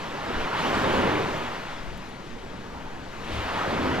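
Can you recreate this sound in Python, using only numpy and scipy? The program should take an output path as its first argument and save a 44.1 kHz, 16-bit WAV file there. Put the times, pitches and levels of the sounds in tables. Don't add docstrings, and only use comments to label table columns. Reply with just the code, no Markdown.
import sys
import numpy as np
from scipy import signal
from scipy.fft import rfft, irfft, next_fast_len
from scipy.io import wavfile
from scipy.ndimage import uniform_filter1d, map_coordinates

SR = 44100
rng = np.random.default_rng(int(sys.argv[2]) if len(sys.argv) > 2 else 0)


def output_pcm(signal):
    pcm = np.clip(np.atleast_2d(signal).T, -1, 1) * 32767
    wavfile.write(sys.argv[1], SR, np.round(pcm).astype(np.int16))


N = 176400
TOP_HZ = 14600

# frequency in Hz, likeness of left and right from 0 to 1.
STEREO_LIKENESS = [(100, .99), (500, .98), (1350, .95), (2000, .88), (4000, .78), (5500, .52), (8000, .12),
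                   (10000, .18), (13000, .45)]
# frequency in Hz, phase of left minus right in radians.
SEA_PHASE = [(100, 0), (160, -.6), (300, -.9), (520, -1.05), (1400, -1.0), (2000, -.8), (3000, -.8),
             (4200, -.95), (6500, -1.1), (8300, -3.7), (13000, -6.2)]
# frequency in Hz, left minus right in dB.
WAVE_BALANCE = [(40, 0), (70, 3.5), (115, 3.5), (270, -.4), (650, -2), (1200, .5), (3000, .4), (6000, .3),
                (9000, 4.2), (11800, 5.5), (13500, 0)]
SURF_BALANCE = [(100, 1.5), (600, .8), (1500, 15), (3000, 6.4), (6000, 5.1), (12000, 8)]
# frequency in Hz, relative level in dB.
WIND_EQ = [(3, -2), (12, -9), (22, -12.5), (40, -13), (80, -30), (160, -61), (600, -85)]
SURF_EQ = [(40, -12), (80, -3.5), (150, 1), (280, -2), (450, -23), (650, -14), (920, -10), (1300, -15.5),
           (2200, -17.5), (4000, -21), (7000, -28), (10000, -42.5), (12000, -42), (14400, -59)]
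WAVELET_EQ = [(120, 4), (300, -2), (600, -10), (780, 5.5), (950, 5.5), (1150, -5), (1500, 0), (2400, -15),
              (4000, -36)]
THUD_EQ = [(25, -12), (55, -6), (75, -1), (110, 8), (170, -11), (500, -57)]
DROPLET_EQ = [(1500, -8), (4000, 0), (6000, -5), (9000, -8), (12000, -8), (14500, -24)]
COLLAPSE_EQ = [(30, -45), (65, -4.5), (110, -4.5), (200, -0.5), (330, 0.5), (480, -3), (620, -8),
               (1000, -18.5), (3000, -56)]
CHURN_EQ = [(100, -36), (300, -9.5), (520, 0.5), (700, 0), (950, 2.5), (1400, -0.5), (2000, -5.5),
            (3000, -15.5), (4500, -27), (9000, -51)]
SPRAY_EQ = [(700, -13.5), (2000, 1.5), (3000, 3.5), (4200, -3), (5500, -9.5), (7300, -14), (8600, -21),
            (10800, -26), (12100, -20.5), (13200, -35), (14500, -51)]
# time in seconds, level in dB before the trim.
WIND_FADER = [(0, -42.5), (0.3, -44.5), (0.39, -27), (0.52, -44.5), (0.92, -36.5), (1.15, -44), (1.42, -39),
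              (1.62, -43.5), (1.8, -36.5), (1.92, -34.5), (2.03, -43), (2.24, -46), (2.33, -38),
              (2.45, -41), (2.7, -45), (2.87, -37.5), (3.1, -42.5), (3.37, -38), (3.5, -43.5), (4, -43)]
COLLAPSE_FADER = [(0, -39), (0.22, -38.5), (0.31, -31.5), (0.52, -35.5), (0.63, -29.5), (0.75, -27),
                  (0.9, -26), (1.08, -24), (1.17, -26.5), (1.35, -31.5), (1.68, -45), (2.2, -42),
                  (3.15, -41.5), (3.35, -36), (3.55, -37), (3.72, -28), (3.88, -27), (4, -27.5)]
CHURN_FADER = [(0, -36), (0.25, -32), (0.42, -29), (0.6, -27.5), (0.77, -24.5), (0.97, -23.5), (1.1, -25.5),
               (1.2, -28), (1.5, -32.5), (1.85, -41), (2.25, -47), (2.7, -43.5), (3.1, -44.5),
               (3.25, -38.5), (3.42, -31), (3.62, -28), (3.82, -28.5), (4, -28.0)]
SPRAY_FADER = [(0, -43), (0.22, -44), (0.42, -39.5), (0.52, -41.5), (0.59, -35), (0.8, -36.5),
               (0.98, -35.5), (1.17, -38), (1.35, -40.5), (1.75, -46), (2.1, -53), (2.7, -56.5),
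               (3.05, -53.5), (3.21, -47), (3.33, -39.5), (3.6, -39.5), (3.8, -39.5), (4, -39.5)]
# time in seconds, left minus right in dB.
BREAK_PAN = [(0, 0.5), (.7, -0.2), (1.1, 0), (1.55, 1), (1.85, 2.5), (2.6, 1), (3.2, 2.5), (3.45, .5),
             (4, 0)]
# start in seconds, pitch in Hz, pitch spread in Hz, level in dB.
FOAM_TICKS = [(1.976, 11900, 4500, -50.5), (2.091, 10400, 200, -62), (2.446, 9300, 500, -65),
              (2.447, 11330, 300, -66)]
# start in seconds, pitch in Hz, level in dB.
AIR_THUDS = [(0.931, 66.5, -38), (3.3, 74, -35), (3.773, 74, -35)]
# time of the peak in seconds, pitch in Hz, level in dB.
AIR_GULPS = [(0.183, 818, -31), (0.705, 258, -32), (0.859, 516, -23), (1.074, 473, -24), (1.167, 301, -29),
             (1.21, 430, -27), (3.506, 1076, -31), (3.617, 1248, -25), (3.839, 344, -32), (3.884, 258, -27)]
# start in seconds, level in dB.
SPLASH_HITS = [(0.55, -48), (0.72, -42), (0.92, -47), (1.26, -47), (1.73, -59), (2.24, -55), (3.29, -49),
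               (3.72, -51)]


def amp(db):
    return 10 ** (np.asarray(db) / 20)


def unit(x):
    return x / np.sqrt(np.mean(x ** 2) + 1e-20)


def along(points, hz):
    f, v = np.transpose(points)
    return np.interp(np.log(hz + 1), np.log(f + 1), v)


def curve(rows):
    return np.interp(np.arange(N) / SR, *np.transpose(rows))


def wobble(rate):
    knots = rng.standard_normal(int(N * rate / SR) + 4)
    return map_coordinates(knots, [np.arange(N) * rate / SR])


def filtered(x, response):
    size = next_fast_len(N + SR // 2)
    return irfft(rfft(x, size) * response(np.fft.rfftfreq(size, 1 / SR)), size)[..., :N]


def pan(side_db):
    return amp(np.array([[.5], [-.5]]) * side_db)


def from_sea(x, balance=WAVE_BALANCE):
    phase = lambda hz: np.array([[.5], [-.5]]) * along(SEA_PHASE, hz)
    return filtered(x, lambda hz: pan(along(balance, hz)) * np.exp(1j * phase(hz)))


def rush(eq, patchy_db, balance=WAVE_BALANCE):
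    spectra = signal.stft(rng.standard_normal((2, N)), nperseg=512)[2]
    patches = uniform_filter1d(rng.standard_normal(spectra.shape[1:]), size=6, axis=0)
    patches = unit(uniform_filter1d(patches, size=9, axis=1))
    pair = signal.istft(spectra * amp(patchy_db * patches), nperseg=512)[1][:, :N]
    width = lambda hz: np.arccos(np.clip(along(STEREO_LIKENESS, hz), 0, 1)) / 2
    mid, side = filtered(pair, lambda hz: amp(along(eq, hz)) * [np.cos(width(hz)), np.sin(width(hz))])
    return unit(from_sea(np.array([mid + side, mid - side]), balance))


def bubbles(per_s, centre_hz, cycles, spread, size_db, rise):
    when, radius, angle, size = np.hsplit(rng.random((int(per_s * N / SR), 4)), 4)
    normal = np.sqrt(-2 * np.log(1 - radius)) * np.cos(2 * np.pi * angle)
    hz = np.clip(centre_hz * np.exp(spread * normal), 150, TOP_HZ)
    offsets = np.arange(SR // 30)
    age = hz * offsets / SR / cycles
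    gain = amp(-size_db * np.log(1 - .99 * size))
    envelope = gain * np.exp(-2 * age) * (1 - np.exp(-age * cycles))
    rings = envelope * np.sin(2 * np.pi * cycles * age * (1 + rise * age / 2))
    positions = (when * N).astype(int) + offsets
    return unit(np.bincount(positions.ravel(), rings.ravel(), N)[:N])


def wind(trim_db=-1, apart_db=-10):
    eddies = rng.standard_normal(N) + amp(apart_db) * rng.standard_normal((2, N))
    rumble = filtered(eddies, lambda hz: amp(along(WIND_EQ, hz)))
    power = uniform_filter1d(np.mean(rumble ** 2, axis=0), size=SR // 8)
    levelled = unit(rumble / np.sqrt(np.abs(power)))
    return amp(curve(WIND_FADER) + trim_db) * levelled


def far_surf(murmur_db=-43.5, wavelet_db=-44, peak_s=2.84, half_width_s=0.28):
    murmur = amp(murmur_db + 0.47 * wobble(5.86)) * rush(SURF_EQ, patchy_db=1.5, balance=SURF_BALANCE)
    swell = np.exp(-((np.arange(N) / SR - peak_s) / half_width_s) ** 2)
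    return murmur + amp(wavelet_db) * swell * rush(WAVELET_EQ, patchy_db=3.5)


def foam(crackle_db=-75.5, tick_t60_s=0.023):
    crackle = bubbles(per_s=600, centre_hz=7900, cycles=4.7, spread=0.33, size_db=2.0, rise=.03)
    t = np.arange(N) / SR
    ticks = np.zeros(N)
    for start, hz, spread_hz, db in FOAM_TICKS:
        age = np.maximum(t - start, 0)
        ticks += amp(db - 60 * age / tick_t60_s) * np.sin(2 * np.pi * hz * age) * wobble(spread_hz)
    return amp(crackle_db) * crackle * pan(side_db=4) + ticks * pan(side_db=17)


def thuds(attack_s=0.038, hold_s=0.027, t60_s=0.76, waver_rad=0.55, rumble_db=-4.5):
    t = np.arange(N) / SR
    out = np.zeros((2, N))
    for start, hz, db in AIR_THUDS:
        age = t - start
        fade_db = -60 * np.maximum(age - attack_s - hold_s, 0) / t60_s
        throb = from_sea(unit(np.sin(2 * np.pi * hz * age + waver_rad * wobble(40))))
        rumble = amp(rumble_db) * rush(THUD_EQ, patchy_db=4.5)
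        out += amp(db + fade_db) * np.clip(age / attack_s, 0, 1) * (throb + rumble)
    return out


def gulps(half_width_cycles=9.7, waver_cycles=4.6):
    t = np.arange(N) / SR
    out = np.zeros(N)
    for peak_s, hz, db in AIR_GULPS:
        cycle = hz * (t - peak_s)
        phase = 2 * np.pi * cycle + wobble(hz / waver_cycles)
        out += amp(db) * np.exp(-(cycle / half_width_cycles) ** 2) * np.sin(phase)
    return from_sea(out)


def splashes(attack_s=.03, t60_s=0.75):
    t = np.arange(N) / SR
    envelope = np.zeros(N)
    for start, db in SPLASH_HITS:
        age = np.maximum(t - start, 0)
        envelope += amp(db - 60 * age / t60_s) * np.minimum(age / attack_s, 1)
    drops = np.array([bubbles(per_s=870, centre_hz=5500, cycles=2.2, spread=0.47, size_db=3, rise=.05)
                      for _ in range(2)])
    return envelope * unit(filtered(drops, lambda hz: amp(along(DROPLET_EQ, hz))))


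def breakers(surge_db=.35, bubble_db=-10):
    ride = lambda fader, trim_db: amp(curve(fader) + trim_db + surge_db * wobble(20))
    collapse = ride(COLLAPSE_FADER, trim_db=-2) * rush(COLLAPSE_EQ, patchy_db=0.5)
    cloud = bubbles(per_s=650, centre_hz=1059, cycles=13, spread=0.5064, size_db=6.5, rise=0.081)
    bubbling = amp(bubble_db) * from_sea(cloud)
    churn = ride(CHURN_FADER, trim_db=-1.5) * (rush(CHURN_EQ, patchy_db=0.56) + bubbling)
    spray = ride(SPRAY_FADER, trim_db=0.5) * rush(SPRAY_EQ, patchy_db=1.5)
    return (collapse + churn + spray) * pan(curve(BREAK_PAN))


def scene():
    return breakers() + splashes() + gulps() + thuds() + far_surf() + foam() + wind()


def record(dry):
    return filtered(dry, lambda hz: hz < TOP_HZ)


dry = scene()
out = record(dry)
output_pcm(out)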